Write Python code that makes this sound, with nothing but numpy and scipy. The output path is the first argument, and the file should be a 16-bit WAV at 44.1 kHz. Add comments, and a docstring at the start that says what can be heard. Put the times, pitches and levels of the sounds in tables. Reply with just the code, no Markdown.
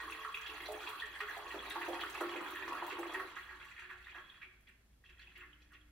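"""Liquid pours from a plastic jug through the filler neck of a small steel tank on a workbench.
From the start the stream patters, plips and glugs as it traps bubbles in the pool; spray fizzes on
top, the hollow tank rings, and the air in the jug sinks in pitch as it drains. After three seconds
the flow thins to a trickle, and just past four it briefly sets the steel singing. The last drips
fall as a faint tone comes in over the low room hum that lies under the whole pour."""
import sys
import numpy as np
from scipy import signal
from scipy.fft import rfft, irfft
from scipy.io import wavfile
from scipy.ndimage import uniform_filter1d

SR = 44100
rng = np.random.default_rng(int(sys.argv[2]) if len(sys.argv) > 2 else 0)


def dump_mix(stems):
    """Bounce the given channels to the path in sys.argv[1] as a 16-bit WAV at rate SR."""
    frames = np.atleast_2d(stems).T  # one column per channel
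    limited = np.clip(frames, -1, 1)  # hard clip at full scale
    pcm = np.round(limited * 32767).astype(np.int16)
    wavfile.write(sys.argv[1], SR, pcm)


N = 260631

# Levels in the tables are relative: each layer adds its own gain.
# strength of the stream, from full pour to trickle to drips: time_s, level_db
FLOW_CURVE = [(0, -47.5), (.35, -49), (.6, -47.5), (1.1, -48.5), (1.45, -48), (1.9, -45), (2.55, -47),
              (3.15, -46), (3.5, -53), (3.85, -57), (4.35, -58), (4.6, -74), (4.98, -85), (5.25, -60.5),
              (5.9, -77.5)]
# tone of the churning pool: frequency_hz, gain_db
CHURN_EQ = [(150, -30), (260, -10.5), (330, -1), (420, 0.5), (560, -1.5), (800, -2.5), (1000, -1.5),
            (1400, -21)]
# tone of the pattering stream: frequency_hz, gain_db
PATTER_EQ = [(500, -34), (800, -11), (1100, 0), (1650, 0), (2100, -3.5), (2700, -2.5), (3050, -4),
             (3900, -10), (4400, -11.5), (5000, -24.5), (7000, 2.5)]
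# drops and bubbles that stand out of the stream: start_s, level_db, pitch_hz, spread_octaves
PLIP_CUES = [(0, -44, 1550, 0.47), (.075, -46.5, 1140, 0.071), (.12, -45.5, 2640, 0.23),
             (.19, -50, 1130, 0.063), (.245, -41, 1340, 0.28), (.272, -45, 1117, 0.056),
             (.342, -40, 2650, 0.18), (.461, -48.5, 3200, 0.26), (.493, -47.5, 2770, 0.31),
             (.602, -47.5, 2150, 0.31), (.656, -50.5, 4050, 0.22), (.7, -52, 810, 0.066),
             (.772, -51.5, 795, 0.028), (.869, -47, 970, .1), (.871, -46, 2800, 0.3),
             (.926, -48, 1150, 0.096), (.995, -46, 3330, 0.15), (1.018, -41, 1790, 0.056),
             (1.203, -38, 1684, 0.39), (1.283, -42.5, 1746, 0.15), (1.455, -49, 1090, 0.1),
             (1.518, -52.5, 2680, 0.11), (1.587, -49, 3340, 0.12), (1.703, -48, 3760, 0.081),
             (1.705, -45.5, 1990, 0.42), (1.813, -41.5, 1820, 0.31), (1.882, -42.5, 510, 0.22),
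             (2.007, -42.5, 2850, 0.22), (2.033, -42.5, 1450, 0.18), (2.15, -45.5, 2450, 0.21),
             (2.207, -39, 1396, 0.21), (2.21, -50.5, 635, 0.062), (2.359, -44.5, 2320, 0.21),
             (2.404, -45.5, 1296, 0.35), (2.621, -45, 1705, 0.34), (2.748, -46, 1400, 0.17),
             (3.028, -44, 1320, 0.45), (3.143, -39.5, 1785, 0.32), (3.193, -40, 1383, 0.31),
             (3.365, -43.5, 1620, 0.35)]
# big air pockets dragged under: start_s, level_db, pitch_hz, spread_octaves, hollow_hz, hollow_db
GLUG_CUES = [(0.684, -44, 620, 0.16, 426, -45.5), (1.365, -48, 681, 0.21, 421, -54.5),
             (1.541, -47, 499, 0.3, 401.6, -50.5), (1.756, -40.5, 895, 0.49, 347, -50),
             (1.879, -43.5, 680, 0.17, 344, -42), (2.207, -42.5, 511, 0.33, 348, -39.5),
             (2.354, -49.5, 430, 0.46, 344, -46), (2.677, -44.5, 630, 0.89, 339, -51),
             (2.719, -41.5, 960, 0.33, 335, -73), (2.822, -40.5, 824, 0.43, 351, -48.5),
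             (2.984, -53, 503, 0.27, 342, -41), (3.145, -53.5, 915, 0.42, 382, -50.5),
             (4.15, -59.5, 730, 0.57, 330, -69)]
# clumps of drops from the broken stream: start_s, level_db, length_s, pitch_hz
DRIBBLE_CUES = [(3.487, -48, 0.027, 1970), (3.596, -53, 0.022, 1900), (3.758, -46, 0.11, 2096),
                (3.894, -47, 0.02, 1700), (4.066, -52, 0.033, 1830), (4.145, -46.5, 0.04, 1810),
                (4.412, -51, 0.016, 2230), (4.669, -59, 0.029, 2285), (5.035, -62, 0.029, 2380),
                (5.087, -57, 0.022, 1990), (5.188, -54.5, 0.036, 2420), (5.351, -55, 0.044, 2070),
                (5.398, -53, 0.039, 1850), (5.61, -73, 0.029, 3440), (5.717, -57, 0.037, 2104)]
# single drips that strike the pool cleanly: start_s, level_db, pitch_hz
DRIP_CUES = [(4.044, -61, 3580), (4.068, -51, 1810), (4.297, -52, 3340), (4.429, -49.5, 2350),
             (4.669, -64.5, 2370), (5.039, -70, 1810), (5.061, -61, 2640), (5.097, -73, 2010),
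             (5.193, -60, 1700), (5.195, -63.5, 4240), (5.271, -55, 2590), (5.355, -53, 2100),
             (5.407, -52.5, 2640), (5.529, -60, 3020), (5.616, -68, 2460), (5.619, -72, 4000),
             (5.706, -67.5, 1613), (5.75, -63, 2760), (5.81, -66, 3220)]
# resonances of the tank's air and walls: pitch_hz, level_db
TANK_MODES = [(312, 16), (348, 12.5), (380, -1.5), (430, -3.5), (500, 2.5), (530, 0), (619, 0), (725, 5.5),
              (806, 4), (880, -0.5), (928, 9.5), (960, 6), (1045, -12), (1108, 11.5), (1142, 9.5),
              (1313, 4), (1395, -11), (1437, 6), (1640, 3), (1690, 8), (1765, 0.5), (1889, 8), (2490, 0),
              (2524, 1.5), (2675, 2.5), (2906, -29), (3255, 9), (3325, 8.5), (3720, 8), (4100, 1.5),
              (5870, 6)]
# tone of the direct sound and dense ringing between those resonances: frequency_hz, gain_db
TANK_EQ = [(270, 14), (400, -7), (700, -3), (1100, 6.5), (2000, 3), (8000, 5)]
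# how long the tank and the workshop ring: frequency_hz, t60_s
RING_TIMES = [(300, 1), (800, 0.46), (2100, 0.66), (5500, 0.14), (14000, 0.42)]
# brief spits of spray: start_s, level_db, pitch_hz
SPIT_CUES = [(0.106, -55, 10700), (.348, -59, 14500), (0.413, -59, 6400), (.719, -52, 9600),
             (0.89, -53, 10550), (1.374, -57.5, 9530), (1.698, -51, 9250), (2.098, -52.5, 7400),
             (2.144, -55, 7600), (2.207, -52.5, 8850), (2.478, -63, 13700), (2.507, -54, 14600),
             (2.552, -56, 11500), (2.865, -53, 12600), (2.991, -54.5, 9540), (3.136, -55, 9900),
             (3.648, -67.5, 9900), (3.794, -66, 6060), (4.607, -74, 12200), (4.686, -73, 8900),
             (5.096, -77, 4870), (5.194, -78, 8100), (5.375, -66, 10900), (5.72, -73.5, 9500)]
# tone of the fine spray: frequency_hz, gain_db
SPRAY_EQ = [(1500, -25), (4000, 17.5), (5200, 4.5), (5900, -0.5), (8000, -2.5), (10000, 8.5), (13000, 1.5),
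            (16000, 7)]
# tone of the quiet room's air: frequency_hz, gain_db
ROOM_EQ = [(12, -35), (22, -9.5), (60, -9.5), (110, -15), (190, -18), (500, -28.5), (900, -31.5),
           (7000, -38.5), (13000, -40), (15500, -50)]
# partials of the room hum: pitch_hz, level_db
HUM_PARTIALS = [(57, -72), (85, -82.5)]
# likeness of left and right: frequency_hz, correlation
STEREO_LIKENESS = [(100, 0.98), (350, 0.67), (700, 0.26), (1300, 0.51), (2400, -0.0072), (4400, -0.1),
                   (8000, -0.47), (15000, 0.14)]


def flow_db():
    """Strength of the stream at every sample."""
    return np.interp(np.arange(N) / SR, *np.transpose(FLOW_CURVE))


def poured():
    """Share of the pour that has left the jug so far."""
    volume = np.cumsum(amp(flow_db()))
    return volume / volume[-1]


def bubble(hz, cycles, rise):
    """A trapped bubble rings for some cycles, its pitch climbing as it nears the surface."""
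    t = np.arange(int(SR * cycles / hz) + 8) / SR
    age = t * hz / cycles
    return np.sin(2 * np.pi * hz * t * (1 + rise * age / 2)) * amp(-60 * age) * (1 - np.exp(-2 * hz * t))


def stream(body, level_db, eq, gain_db, low_hz, high_hz, per_s, cycles, rise, sizes_db, surge_db, shrink):
    """A crowd of bubbles in 40 sizes; the stream wobbles, so they arrive in surges."""
    strength = amp(sizes_db * random_sizes() + surge_db * wander(17.5)) * rng.choice([-1, 1], N)
    kicks = strength * arrivals(per_s)
    pitches = np.linspace(low_hz, high_hz, 40)
    kind = rng.integers(0, len(pitches), N)
    crowd = sum(signal.oaconvolve(kicks * (kind == k), bubble(hz, cycles, rise))[:N] * np.sqrt(hz)
                for k, hz in enumerate(pitches))
    crowd = coloured(crowd, eq)
    # a thin stream traps fewer of the large, low bubbles
    level = amp(level_db)
    large = coloured(crowd, [(1.37 * low_hz, 0), (2 * low_hz, -30)])
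    flowing = level * (crowd - large + large * (level / level.max()) ** shrink)
    return amp(gain_db) * through(body, flowing) / np.std(through(body, crowd))


def patter(body):
    """The bright body of the pour: small bubbles crowd in where the stream lands."""
    return stream(body, flow_db(), PATTER_EQ, gain_db=-1.62, low_hz=908, high_hz=5150, per_s=1250,
                  cycles=33, rise=0.078, sizes_db=4, surge_db=2.1, shrink=0.53)


def churn(body, trickle_db=-49, jet_db=-48.5, plunge_db=13.5, deepen_db=6):
    """Large bubbles churn the pool, most when a full jet plunges into deep liquid."""
    jet = np.clip((flow_db() - trickle_db) / max(jet_db - trickle_db, 1), 0, 1)
    level_db = flow_db() + plunge_db * jet + deepen_db * poured()
    return stream(body, level_db, CHURN_EQ, gain_db=-23, low_hz=287, high_hz=1024, per_s=270,
                  cycles=10.7, rise=0.46, sizes_db=2.8, surge_db=1.93, shrink=0.2)


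def plops(cues, body, gain_db, cycles, rise, swell_s, splash_s, splash_db, after_db,
          after_s=0.035, hiss=0.03):
    """Each drop or air pocket sounds a bubble and a short splash at one pitch, then three after-drops."""
    out, size = np.zeros((2, N)), 4096
    t, f = np.arange(size) / SR, np.fft.rfftfreq(size, 1 / SR) + 1
    swell = np.minimum(t / swell_s, np.exp((swell_s - t) / (splash_s + swell_s)))
    soft_start = np.minimum(t / (2 * swell_s + 1 / SR), 1) ** 4
    noises, chances = rng.standard_normal((len(cues), size)), rng.random((len(cues), 3, 2))
    for (start_s, db, hz, spread), noise, after_drops in zip(cues, noises, chances):
        band = np.exp(-(np.log2(f / hz) / spread) ** 2 / 5) + hiss
        splash = irfft(rfft(noise) * band) * swell
        # the bubble closes as the splash peaks
        tone = np.pad(bubble(hz, cycles, rise), (int(swell_s * SR), size))[:size] * soft_start
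        hit = evened(evened(tone) + amp(splash_db) * spread * evened(splash))
        for delay, pitch in after_drops:
            drop = bubble(hz * 2 ** (spread * (2 * pitch - 1)), cycles, rise)
            hit += amp(after_db) * evened(np.pad(drop, (int(delay * after_s * SR), size))[:size])
        sound = through(body, hit)
        add(out, start_s, amp(db + gain_db) * sound / np.std(sound[:, :1024]))  # the attack sets the level
    return out


def plips(body):
    """Splashy single drops and bubbles poke out of the pour."""
    return plops(PLIP_CUES, body, gain_db=-1.5, cycles=35, rise=0.044,
                 swell_s=0.002505, splash_s=0.0071, splash_db=14, after_db=-10)


def glugs(body):
    """Big pockets of air are dragged under and ring low."""
    return plops([cue[:4] for cue in GLUG_CUES], body, gain_db=-0.54, cycles=30, rise=0.024,
                 swell_s=0.002565, splash_s=0.0091, splash_db=10.5, after_db=-9.5, after_s=0.06, hiss=0.012)


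def hollow_notes(attack_s=0.004, t60_s=0.5, flutter=0.15, flutter_hz=22):
    """Each glug thumps the air in the tank, which rings on at one hollow note."""
    out, t = np.zeros((2, N)), np.arange(SR) / SR
    for start_s, *_, hz, db in GLUG_CUES:
        envelope = (1 - np.exp(-t / attack_s)) * amp(db - 60 * t / t60_s)
        note = np.sqrt(2) * np.sin(2 * np.pi * hz * t) * envelope
        add(out, start_s, note[None])
    return out * (1 + flutter * wander(flutter_hz))


def dribbles(body, scatter_octaves=0.561, spread_octaves=0.32, sizes_db=3, count=6):
    """The broken stream falls in clumps, each a quick run of mixed drops that share its energy."""
    drops, chances = [], rng.uniform(-1, 1, (len(DRIBBLE_CUES), count, 3))
    for (start_s, db, length_s, hz), clump in zip(DRIBBLE_CUES, chances):
        for k, (jitter, size, pitch) in enumerate(clump):
            drop_s = start_s + length_s * max(k + jitter / 2, 0) / count
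            drop_db = db + sizes_db * size - 10 * np.log10(count)
            drops.append((drop_s, drop_db, hz * 2 ** (scatter_octaves * pitch), spread_octaves))
    return plops(drops, body, gain_db=-1.5, cycles=35, rise=0.037,
                 swell_s=0.002016, splash_s=0.0076, splash_db=7.5, after_db=-7.5, hiss=0.034)


def drips(body, spread_octaves=0.13):
    """The last drips land cleanly: mostly bubble, little splash."""
    return plops([(*cue, spread_octaves) for cue in DRIP_CUES], body, gain_db=-4.5, cycles=64, rise=0.021,
                 swell_s=0.0008, splash_s=0.0068, splash_db=1, after_db=-19, hiss=0.042)


def tank(late_db, modes_db, direct=0.29, early_t60_s=0.077, lowest_hz=283, least_width_hz=5.5, mode_q=72):
    """A click inside the tank: direct sound, quick echoes between the walls, a long ring and modes."""
    t = np.arange(SR // 2) / SR
    early, late = rng.standard_normal((2, 2, len(t)))
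    early *= amp(-60 * t / early_t60_s)
    bands_hz, frames_s, spectrum = signal.stft(late, SR, nperseg=256)
    decay = amp(-60 * frames_s / read(RING_TIMES, bands_hz)[:, None])
    late = signal.istft(spectrum * decay, SR, nperseg=256)[1][:, :len(t)]
    dense = evened(paired(evened(early) + amp(late_db) * evened(late))) / np.sqrt(len(t))
    dense[:, 0] += direct
    response = coloured(np.pad(dense, ((0, 0), (0, len(t)))), TANK_EQ)[:, :len(t)]
    for hz, db in TANK_MODES:
        damping = np.pi * (least_width_hz + hz / mode_q)  # higher modes die sooner
        response += amp(db + modes_db) * 2 * damping / SR * np.exp(-damping * t) * np.cos(2 * np.pi * hz * t)
    # little sound leaves the tank below its lowest resonance
    return signal.sosfilt(signal.butter(4, lowest_hz, "high", fs=SR, output="sos"), response)


def jug_air(lows, splashes, full_hz=444.4, drained_hz=359.5, width_hz=11, puff_s=0.0051):
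    """Low sounds stir the air in the jug and splashes puff at it; its note sinks as the jug drains."""
    hz = full_hz + (drained_hz - full_hz) * poured()
    strength = np.sqrt(abs(uniform_filter1d((splashes ** 2).mean(0), int(puff_s * SR) + 1)))
    breath = strength * rng.standard_normal(N)
    puffs = evened(resonate(resonate(breath, hz, 2 * width_hz), hz, 2 * width_hz)) * np.std(splashes)
    puffs_db = -14 - 4 * poured()  # the puffs soften too
    return amp(1) * resonate(lows, hz, width_hz) + amp(puffs_db) * puffs


def spits(body, spread_octaves=0.6):
    """Flecks of spray make sharp, hissy ticks."""
    return plops([(*cue, spread_octaves) for cue in SPIT_CUES], body, gain_db=-4.5, cycles=140, rise=0.012,
                 swell_s=0.00045, splash_s=0.0038, splash_db=15, after_db=-9.5)


def spray_db(flow_slope=1.307, deepen_db=-6.5):
    """Spray follows the flow; a deep pool throws up less."""
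    return flow_slope * flow_db() + deepen_db * poured()


def spray(gain_db=-2, narrow_per_s=25, wide_per_s=45, sizes_db=6.5, mist=0.28, crackle=0.17):
    """Tiny droplets burst in sparkles over an even mist, some in one band, some across the treble."""
    t = np.arange(4096) / SR
    fade = np.exp(-t / 0.007) + amp(5) * np.exp(-t / 0.054)  # a snap, then a tail lingering in the tank

    def sparkles(per_s):
        """Power of bursts that arrive at random and die quickly."""
        bursts = arrivals(per_s) * amp(sizes_db * random_sizes(limit=2))
        return abs(signal.oaconvolve(bursts ** 2, fade ** 2)[:N])

    fizz, wide = np.zeros((2, N)), sparkles(wide_per_s)
    for hz in np.linspace(4000, 15500, 12):
        level = np.sqrt(mist ** 2 + sparkles(narrow_per_s) + wide / 2)
        band = signal.firwin(65, [hz - 1000, hz + 1000], pass_zero=False, fs=SR)
        fizz += level * signal.oaconvolve(rng.standard_normal((2, N)), band[None], axes=1)[:, :N]
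    fizz *= np.exp(crackle * wander(1100) / 2)
    return amp(gain_db + spray_db()) * evened(paired(coloured(fizz, SPRAY_EQ))) * np.sqrt(2)


def tiny_bubbles(body, gain_db=-6, per_s=150, low_hz=4500, high_hz=14000, sizes_db=3.5, count=30):
    """The smallest bubbles tick high above the splashing."""
    kicks = amp(sizes_db * random_sizes()) * arrivals(per_s)
    hz = np.geomspace(low_hz, high_hz, count)[rng.integers(0, count, N)]
    pings = np.zeros((1, N))
    for at in np.flatnonzero(kicks):
        ping = bubble(hz[at], cycles=55, rise=0.05) * np.sqrt(hz[at])
        add(pings, at / SR, kicks[at] * ping[None])
    return amp(gain_db + spray_db()) * evened(through(body, pings[0]))


def singing_steel(start_s=4.12, end_s=4.31, per_s=90, pitch_hz=3340, t60_s=0.81, gain_db=-70.5):
    """Droplets tap the steel for a moment and keep one thin mode ringing."""
    t = np.arange(N) / SR
    playing = (t > start_s) & (t < end_s)
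    taps = playing * arrivals(per_s) * rng.choice([-1, 1], N)
    mode = np.sin(2 * np.pi * pitch_hz * t[:SR]) * amp(-60 * t[:SR] / t60_s)
    ring = signal.oaconvolve(taps, mode)[:N]
    return amp(gain_db) * ring / (np.std(ring[playing]) + 1e-12)


def room(air_db=-71, waver=0.64, tone_hz=302, tone_db=-77.5, tone_start_s=5.29, tone_rise_s=0.12):
    """Faint air noise, a low wavering hum, and a soft steady tone that comes in late."""
    t = np.arange(N) / SR
    hum = sum(amp(db) * np.sin(2 * np.pi * hz * t + waver * wander(4.9)) * (1 + waver * wander(3.1))
              for hz, db in HUM_PARTIALS)
    tone = amp(tone_db) * np.clip((t - tone_start_s) / tone_rise_s, 0, 1) * np.sin(2 * np.pi * tone_hz * t)
    air = amp(air_db) * evened(paired(coloured(rng.standard_normal((2, N)), ROOM_EQ)))
    return air + np.sqrt(2) * (hum + tone)


def amp(db):
    """Decibels to gain."""
    return 10 ** (np.asarray(db) / 20)


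def evened(x):
    """Scales to an rms of one."""
    return x / np.sqrt(np.mean(x ** 2) + 1e-30)


def read(points, hz):
    """Reads a table on a log-frequency axis."""
    f, value = np.transpose(points)
    return np.interp(np.log(hz + 1), np.log(f + 1), value)


def coloured(x, eq):
    """Shapes a sound with an EQ curve."""
    size = x.shape[-1]
    return irfft(rfft(x) * amp(read(eq, np.fft.rfftfreq(size, 1 / SR))), size)


def paired(x):
    """Two unrelated signals become a left and right that share their bass."""
    a, b = rfft(x)
    alike = np.clip(read(STEREO_LIKENESS, np.fft.rfftfreq(x.shape[-1], 1 / SR)), -1, 1)
    mid, side = a * np.sqrt((1 + alike) / 2), b * np.sqrt((1 - alike) / 2)
    return irfft(np.array([mid + side, mid - side]), x.shape[-1])


def wander(hz):
    """Smooth random motion of unit size, changing about hz times a second."""
    return evened(irfft(rfft(rng.standard_normal(N)) / (1 + (np.fft.rfftfreq(N, 1 / SR) / hz) ** 4), N))


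def arrivals(per_s):
    """Random triggers, per_s a second on average."""
    return rng.random(N) < per_s / SR


def random_sizes(limit=3):
    """A size for every sample: many small, a few large."""
    return np.minimum(rng.exponential(1, N), limit)


def resonate(x, hz, width_hz):
    """A resonance of gain one that follows the curve hz."""
    turn = np.exp(2j * np.pi * np.cumsum(hz) / SR)
    pole = np.exp(-np.pi * width_hz / SR)
    return 2 * (turn * signal.lfilter([1 - pole], [1, -pole], x / turn)).real


def through(body, x):
    """Plays a mono sound through the tank's stereo response."""
    return signal.oaconvolve(x[None], body, axes=1)[:, :N]


def add(mix, start_s, sound):
    """Mixes a sound in at its cue."""
    part = mix[:, max(round(start_s * SR), 0):][:, :sound.shape[1]]
    part += sound[:, :part.shape[1]]


def scene():
    """The pool is heard through the tank and stirs the air in the jug; spray and room fill in around it."""
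    body = tank(late_db=0, modes_db=1)
    neck = tank(late_db=-5, modes_db=-2)  # drier, right under the open neck
    churning, pattering = churn(body), patter(body)
    drops = plips(body) + dribbles(body) + drips(neck)
    lows = churning + glugs(body)
    flecks = spits(neck)
    splashes = (pattering + drops + singing_steel()) * amp([[-1], [1]])  # leaning right
    hollows = hollow_notes() + jug_air(lows, drops)
    return lows + splashes + hollows + flecks + spray() + tiny_bubbles(neck) + room()


def record(dry):
    """A steep low-pass takes off the very top."""
    lowpass = signal.firwin(511, 15850, window=("kaiser", 9), fs=SR)
    return signal.oaconvolve(dry, lowpass[None], "same", axes=1)


dry = scene()
out = record(dry)
dump_mix(out)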